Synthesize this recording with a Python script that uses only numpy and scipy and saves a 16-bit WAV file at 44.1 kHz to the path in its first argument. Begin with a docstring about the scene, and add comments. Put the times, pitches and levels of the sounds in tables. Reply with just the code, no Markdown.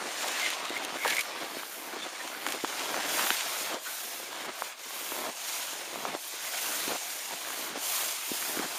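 """Wooden skis in fresh snow

Wide skis shuffle through a still forest, heard from the skier's own position. Each stride slides a ski
forward with a hiss, then weight packs the snow with a low crunch, deeper once the skis leave the old
track. Twigs scrape, snap and squeak along the skis at first; loose bindings knock and boots thud."""
import sys
import numpy as np
from scipy import signal
from scipy.fft import rfft, irfft, next_fast_len
from scipy.io import wavfile
from scipy.ndimage import uniform_filter1d

SR = 44100
rng = np.random.default_rng(int(sys.argv[2]) if len(sys.argv) > 2 else 0)


def wav_out(sig):
    """Save sig, one row per channel (or a flat mono array), as 16-bit PCM at SR to the path in sys.argv[1]."""
    wavfile.write(sys.argv[1], SR, np.round(np.clip(np.atleast_2d(sig).T, -1, 1) * 32767).astype(np.int16))


N = 387594
TIME = np.arange(N) / SR
GESTURE_TIME = TIME[::40]  # coarse clock for the skier's movements


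# Forward pushes of a ski: (start [s], fastest [s], stop [s], scrape [dB], hiss [dB], spray [dB])
STRIDES = [(-0.05, 0.343, 0.64, -33.5, -39, -50), (0.41, 0.656, 0.98, -36, -52, -62),
           (0.9, 1.11, 1.37, -35.5, -43, -46.5), (1.22, 1.41, 1.68, -39, -58, -58),
           (1.32, 1.75, 2.03, -45, -48.5, -47), (1.88, 2.193, 2.4, -41.5, -46, -62),
           (2.08, 2.523, 2.58, -43, -55, -49), (2.388, 2.93, 3.2, -35, -41, -47.5),
           (2.994, 3.237, 3.464, -31.5, -34.5, -37), (3.264, 3.566, 3.805, -34, -38.5, -42),
           (3.767, 3.92, 4.45, -40, -41.5, -43), (4.314, 4.495, 4.47, -40, -44.5, -52),
           (4.477, 4.65, 4.75, -40, -44, -47.5), (4.728, 5.12, 5.37, -41, -41.5, -42.5),
           (5.288, 5.53, 5.91, -39.5, -38, -43), (5.698, 6.01, 6.21, -42, -45, -49.5),
           (6.117, 6.274, 6.4, -48.5, -42.5, -45), (6.245, 6.74, 7.07, -35.5, -36.5, -39),
           (6.922, 7.093, 7.51, -41, -40, -44), (7.24, 7.6, 7.77, -38, -41.5, -43),
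           (7.743, 7.955, 8.23, -35, -34, -35), (8.02, 8.43, 8.77, -38, -37.5, -39),
           (8.613, 8.773, 9, -39, -40, -44)]
# Midrange grind of the ski base: (frequency [Hz], level [dB])
SCRAPE_EQ = [(100, -26), (300, -11), (500, -4.5), (700, 2), (820, -0.5), (950, 0.5), (1350, -1), (1600, 0),
             (1900, -1.5), (2200, -0.5), (2600, -4), (3500, -4), (5000, -9), (15000, -27)]
# Bright hiss of fine crystals: (frequency [Hz], level [dB])
HISS_EQ = [(500, -45), (2500, 0), (4200, -0.5), (5200, -1), (6900, 2), (9000, -2.5), (11500, -12.5),
           (15500, -23)]
# Airy top of flying powder: (frequency [Hz], level [dB])
SPRAY_EQ = [(3000, -40), (8000, -4.5), (10500, -1.5), (12500, 0.5), (15500, -4)]

def glide(load):
    """The base grinds over coarse grains, while finer crystals hiss and spray off the tip."""
    scrape_db, hiss_db, spray_db = np.transpose(STRIDES)[3:]
    # a loaded base also grinds and hisses; the steady floors are the other ski, never quite at rest
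    scrape = together(stride_envelope(scrape_db, power=.8), amp(2.5) * load, amp(-47))
    hiss = together(stride_envelope(hiss_db, power=.73), amp(-10) * load, amp(-69))
    spray = together(stride_envelope(spray_db, power=1.33), amp(-66))  # powder needs speed to fly
    coarse = fractures(rate=4500, scatter_db=3, clump_db=1.14, clump_rate=70)
    fine = fractures(rate=16000, scatter_db=5, clump_db=1.1, clump_rate=90)
    dust = fractures(rate=15000, scatter_db=7, clump_db=1, clump_rate=90)
    base = amp(-3) * scrape * unit(coloured(moving_contact(coarse, depth_db=2), SCRAPE_EQ))
    crystals = amp(.32) * hiss * unit(coloured(moving_contact(fine, depth_db=1.6), HISS_EQ))
    powder = amp(2.5) * spray * unit(coloured(dust, SPRAY_EQ))
    return base + crystals + powder


def stride_envelope(levels_db, power):
    """A glide layer grows as a power of the ski's speed, which rises and falls with each stride."""
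    energy = np.zeros(len(GESTURE_TIME))
    for (start, fastest, stop, *_), db in zip(STRIDES, levels_db):
        speed = np.sin(np.pi / 2 * np.interp(GESTURE_TIME, [start, fastest, stop], [0, 1, 0]))
        energy += (amp(db) * speed ** power) ** 2
    return np.interp(TIME, GESTURE_TIME, np.sqrt(energy))


def moving_contact(x, depth_db):
    """As the contact moves along the ski, narrow resonances swell and fade at random."""
    bands = signal.stft(x, nperseg=512)[2]
    swells = uniform_filter1d(rng.standard_normal(bands.shape), size=3, axis=0)  # smooth across pitch
    swells = uniform_filter1d(swells, size=12, axis=1)  # and over time
    return signal.istft(bands * amp(depth_db * unit(swells)), nperseg=512)[1][:N]


# Weight shifts onto a ski: (start [s], full weight [s], level [dB], build-up [dB])
STEPS = [(-0.2, 0.077, -40, 5), (0.087, 0.302, -44, 7), (0.29, 0.48, -41.5, 7), (0.5, 0.964, -38.5, 15),
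         (1.014, 1.13, -41, 4), (1.268, 1.446, -41.5, 5), (1.396, 1.602, -41, 8), (1.618, 2.066, -40, 13.5),
         (2.1, 2.565, -40.5, 9.5), (2.575, 2.995, -37.5, 13.5), (2.968, 3.243, -37, 5.5),
         (3.338, 3.762, -40.5, 15.5), (3.99, 4.494, -41.5, 13.5), (4.848, 5.295, -39, 16),
         (5.496, 6.152, -39, 17), (6.42, 6.947, -37.5, 24), (7.02, 7.138, -49.5, 8),
         (7.27, 7.336, -40, 13.5), (7.38, 7.777, -40, 14.5), (7.82, 8.053, -48.5, 14),
         (8.27, 8.659, -39, 12.5), (8.673, 8.8, -46.5, 2)]

def weight_envelope():
    """The load on the snow swells as the weight comes on and dies away as the foot stops."""
    attack_s, release_db_per_s = .018, 450
    energy = np.zeros(len(GESTURE_TIME))
    for start, full, db, rise_db in STEPS:
        attack = np.clip((GESTURE_TIME - start) / attack_s, 0, 1)
        swell_db = np.interp(GESTURE_TIME, [start, full], [-rise_db, 0])
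        release_db = release_db_per_s * np.clip(GESTURE_TIME - full, 0, 1)
        energy += attack * amp(db + swell_db - release_db) ** 2
    return np.interp(TIME, GESTURE_TIME, np.sqrt(energy))


# Low-mid body of packing snow: (frequency [Hz], level [dB])
PACKING_EQ = [(40, -35), (100, -29), (180, -13.5), (300, 3), (470, -0.5), (720, -1.5), (1200, -4.5),
              (2200, -14.5), (5000, -19.5), (15000, -53)]
# Bass weight of the deeper layers: (frequency [Hz], level [dB])
DEEP_EQ = [(30, -21), (90, -11.5), (160, 5), (240, 7), (450, -8), (2000, -50)]
# Brittle edge of icy crust, shared with the twigs: (frequency [Hz], level [dB])
CRACKLE_EQ = [(500, -15), (3000, -5), (8000, 6), (15000, -3.5)]

def crunch(load):
    """Under weight the snow collapses in jerks and its crust ticks; heavy loads break deeper layers."""
    jerks = fractures(rate=560, scatter_db=3.5, clump_db=3, clump_rate=60)
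    slumps = fractures(rate=230, scatter_db=6, clump_db=2, clump_rate=40)
    ticks = fractures(rate=70, scatter_db=2.5, clump_db=1.5, clump_rate=25)
    leave_track_s = (3.6, 3.9)  # from packed track to untouched snow
    depth = amp(np.interp(TIME, leave_track_s, [-19, -13])) * np.clip(load / amp(-39), 0, 1)
    packing = amp(-2) * unit(coloured(jerks, PACKING_EQ)) + depth * unit(coloured(slumps, DEEP_EQ))
    crust = amp(-22) * load * unit(coloured(ticks, CRACKLE_EQ))
    creep = amp(-59)  # the other ski keeps a faint crunch going
    return together(load, creep) * packing + crust


# The ski bites under full weight: (start [s], end [s], level [dB], rise [dB], grain pitch [Hz])
BITES = [(0.211, 0.27, -36, 0, 1200), (1.049, 1.09, -28, -13, 1220), (2.857, 3.007, -42, 3, 870),
         (3.168, 3.241, -35, -8, 1240), (3.695, 3.785, -39, -6, 716), (4.34, 4.508, -44.5, -7, 775),
         (5.24, 5.299, -37, -1, 830), (6.051, 6.166, -39.5, 4, 780), (6.894, 6.968, -36, -3, 840),
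         (8.59, 8.665, -38, -5, 860)]

def bites():
    """The packed layer gives way in a rattle of separate cracks, each with a pitch of its own."""
    track, t = np.zeros(N), np.arange(SR // 100) / SR
    cracks_per_s = 220
    for start, end, db, rise_db, hz in BITES:
        length = max(end - start, .02)
        cracks = rng.standard_normal((int(length * cracks_per_s) + 1, 4))
        burst = np.zeros(int(length * SR) + len(t))
        for k, (jitter, detune, size, polarity) in enumerate(cracks):
            progress = np.clip((k + jitter * .614) / len(cracks), 0, 1)
            crack = np.sign(polarity) * bending_wave(t, hz * np.exp(.42 * detune), cycles=.68)
            add(burst, progress * length, amp(rise_db * progress + 3 * size) * crack)
        add(track, start, amp(db) * unit(burst))
    return track


# Knocks of the loose bindings: (time [s], level [dB], pitch [Hz])
KNOCKS = [(1.0475, -16, 1500), (1.6315, -21, 1190), (2.275, -25, 1470), (2.4645, -14.5, 1340),
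          (2.645, -9, 1120), (2.942, -14.5, 1130), (2.9645, -19, 900), (2.998, -24, 1080),
          (3.193, -11.5, 1150), (3.268, -15.5, 1650), (3.303, -6, 1520), (4.328, -25, 900),
          (4.62, -13.5, 1019), (4.905, -32, 1080), (5.118, -23, 970), (5.957, -20.5, 729.7),
          (6.051, -15.5, 945), (7.503, -22.5, 1100), (8.033, -23, 748), (8.424, -20, 1400),
          (8.59, -17.5, 1680)]

def bindings():
    """A loose binding knocks: a short dead ring with a dry crack around its pitch."""
    track, t = np.zeros(N), np.arange(SR // 25) / SR
    for s, db, hz in KNOCKS:
        band = [(hz / 8, -20), (hz / 2, 0), (hz * 2, 0), (hz * 5, -20), (hz * 12, -30)]
        crack = noise_hit(t, band, decay_s=.02)
        add(track, s + .0015, amp(db) * (bending_wave(t, hz, cycles=.4) + amp(-12) * crack))
    return track


# Boots settling on the skis: (time [s], level [dB], pitch [Hz])
THUDS = [(0.306, -22, 573), (0.702, -19, 371), (0.711, -21, 627), (1.567, -21.5, 324),
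         (2.637, -13.5, 325.5), (3.307, -20.5, 303), (3.739, -23, 284), (5.12, -28, 330),
         (6.337, -28.5, 430), (6.876, -18.5, 296.6), (7.756, -18.5, 592), (7.773, -23, 330),
         (8.314, -15, 278), (8.493, -23, 362), (8.57, -16.5, 294), (8.593, -16, 302)]

def boots():
    """A heel comes down and the ski gives a soft low thud."""
    track, t = np.zeros(N), np.arange(SR // 15) / SR
    for s, db, hz in THUDS:
        add(track, s + .002, amp(db) * bending_wave(t, hz, cycles=.4))
    return amp(-3) * track


# Twigs snapping against the skis: (time [s], level [dB])
SNAPS = [(0.282, -16), (0.396, -19), (0.417, -20), (0.502, -15), (0.651, -25), (0.695, -19),
         (0.8478, -14.5), (1.077, -12.5), (1.0985, -16), (1.104, -13), (1.167, -16), (1.191, -14),
         (1.208, -14), (2.275, -24), (2.464, -15.5), (2.485, -15.5), (2.521, -13)]
# Woody upper mids of a twig, snapped or dragged: (frequency [Hz], level [dB])
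TWIG_EQ = [(150, -31), (600, -23), (2200, 7), (3500, 5.5), (5000, -3.5), (7000, -2.5), (15000, -24.5)]

def twig_snaps():
    """Each twig that flicks off a ski gives a bright splintering crack and a short woody ring."""
    track, t = np.zeros(N), np.arange(SR // 25) / SR
    for s, db in SNAPS:
        ring = noise_hit(t, TWIG_EQ, decay_s=.022)
        crack = noise_hit(t, CRACKLE_EQ, decay_s=.01)
        add(track, s + .001, amp(db - 10) * (ring + amp(-3) * crack))
    return track


# Twigs dragging along a ski: (start [s], end [s], rasp [dB], crackle [dB])
DRAGS = [(0.186, 0.284, -38, -44), (0.395, 0.553, -33.5, -57.5), (0.65, 0.73, -40.5, -57.0),
         (0.75, 0.782, -44.0, -45), (0.827, 0.85, -35.5, -46), (1.051, 1.144, -35, -40),
         (1.15, 1.217, -38, -37.5), (1.99, 2.054, -47, -64.5), (2.466, 2.56, -50, -44),
         (2.78, 2.801, -34, -56), (3.37, 3.41, -32, -50.5)]

def twig_drags():
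    """A dragging twig rasps with many tiny catches and sheds a sparser, brighter crackle."""
    rasp, crackle = np.zeros((2, N))
    fade_s = .0058
    for start, end, rasp_db, crackle_db in DRAGS:
        drag = np.interp(TIME, [start - fade_s, start, end, end + fade_s], [0, 1, 1, 0])
        rasp += amp(rasp_db) * drag
        crackle += amp(crackle_db) * drag
    catches = fractures(rate=2200, scatter_db=5.5, clump_db=3, clump_rate=130)
    splinters = fractures(rate=1800, scatter_db=5.5, clump_db=4, clump_rate=200)
    body = amp(-1.5) * rasp * unit(coloured(catches, TWIG_EQ))
    return body + crackle * unit(coloured(splinters, CRACKLE_EQ))


# Stick-slip squeaks of the ski: (time [s], length [s], pitch [Hz], level [dB])
SQUEAKS = [(0.405, 0.051, 2070, -33), (0.441, 0.04, 2110, -30.5), (0.754, 0.027, 2170, -33),
           (0.981, 0.11, 2210, -37), (1.048, 0.1, 1710, -34), (1.098, 0.062, 2170, -35),
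           (1.165, .006, 2150, -26.5), (1.177, 0.029, 2220, -27.5), (2.005, 0.04, 3550, -40),
           (2.192, 0.027, 1860, -39.5), (3.85, 0.052, 1466, -39)]

def squeaks():
    """Uneven slips excite one narrow resonance, whose pitch wanders with the pressure."""
    track, t = np.zeros(N), np.arange(SR // 6) / SR
    slips_per_s, ring_s = 1500, .027
    for s, length, hz, db in SQUEAKS:
        slips = rng.standard_normal(len(t)) * (rng.random(len(t)) < slips_per_s / SR)
        ring = np.exp(2j * np.pi * hz * t) * amp(-60 * t / ring_s)
        stroke = np.sqrt(np.abs(np.sin(np.pi * np.clip(t / length, 0, 1))))
        drift_hz = hz * .008 * wobble(70, size=len(t))
        bend = np.exp(2j * np.pi * np.cumsum(drift_hz) / SR)
        rub = signal.fftconvolve(slips * stroke, ring)[:len(t)] * bend
        add(track, s, amp(db) * unit(rub.real) * np.sqrt(length / t[-1]))
    return track


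# Soft bed of still air: (frequency [Hz], level [dB])
AIR_EQ = [(25, -1), (80, -9), (300, 4), (2000, 7), (15000, -22.5)]

def forest_air():
    """The still air is a faint, steady hush behind the skis."""
    return amp(-68.5) * unit(coloured(rng.standard_normal(N), AIR_EQ))


def fractures(rate, scatter_db, clump_db, clump_rate):
    """Tiny breaks, rate a second: random clicks of uneven size whose level swells in clumps, rms 1."""
    breaks = rng.random(N) < rate / SR
    polarity = np.sign(rng.standard_normal(N))
    sizes = amp(scatter_db * np.clip(rng.standard_normal(N), -2, 2))
    return unit(breaks * polarity * sizes * amp(clump_db * wobble(clump_rate)))


def bending_wave(t, hz, cycles):
    """A snow-damped wave that crests at cycles / hz; its highs travel faster, so the pitch falls."""
    age = t * hz / cycles
    turns = hz * t * .8 + cycles * (1 - np.exp(-age / 2))
    return age * np.exp(1 - age) * np.sin(2 * np.pi * turns)


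def noise_hit(t, eq, decay_s):
    """A burst of coloured noise that falls 60 dB in decay_s."""
    return unit(coloured(rng.standard_normal(len(t)), eq)) * amp(-60 * t / decay_s)


def coloured(x, eq):
    """x through a causal filter drawn by (frequency [Hz], level [dB]) points."""
    size = 2 * next_fast_len(len(x) // 2 + 2048)
    hz, db = np.transpose(eq)
    log_hz = np.log(np.fft.rfftfreq(size, 1 / SR) + 1)
    cepstrum = irfft(np.log(amp(np.interp(log_hz, np.log(hz), db))))
    cepstrum[1:size // 2] *= 2  # fold to minimum phase, so attacks stay sharp
    cepstrum[size // 2 + 1:] = 0
    return irfft(rfft(x, size) * np.exp(rfft(cepstrum)))[:len(x)]


def wobble(rate, size=N):
    """A random curve, rate knots a second, joined by straight lines."""
    knots = rng.standard_normal(N // 40)
    return np.interp(TIME[:size] * rate, np.arange(len(knots)), knots)


def together(*gains):
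    """Unrelated sounds add in energy."""
    return np.sqrt(sum(g ** 2 for g in gains))


def add(track, s, sound):
    """Mix a sound into the track at time s."""
    part = track[max(round(s * SR), 0):][:len(sound)]
    part += sound[:len(part)]


def amp(db):
    """Decibels to gain."""
    return 10 ** (np.asarray(db) / 20)


def unit(x):
    """Scale to rms 1."""
    return x / np.sqrt(np.mean(x ** 2) + 1e-20)


# Low cut of a narrow plank, which radiates little bass: (frequency [Hz], level [dB])
PLANK_EQ = [(40, -16), (100, -14), (200, -8.5), (320, -4.5), (15000, 0)]

def scene():
    """Snow swallows every echo, so the mix is dry, and the same in both channels."""
    load = weight_envelope()
    air = forest_air()
    contacts = bites() + bindings() + boots() + twig_snaps() + twig_drags() + squeaks()
    mono = glide(load) + crunch(load) + coloured(contacts, PLANK_EQ) + air
    return np.array([mono, mono])


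def record(dry):
    """The skier's microphone has a narrow notch in the treble and nothing above its band limit."""
    notch_hz, half_width_hz, top_hz = 7880, 70, 15550
    size = next_fast_len(N + SR // 4)
    hz = np.fft.rfftfreq(size, 1 / SR)
    notch = amp(-18 / (1 + ((hz - notch_hz) / half_width_hz) ** 2))
    return irfft(rfft(dry, size) * notch * (hz < top_hz), size)[:, :N]


dry = scene()
out = record(dry)
wav_out(out)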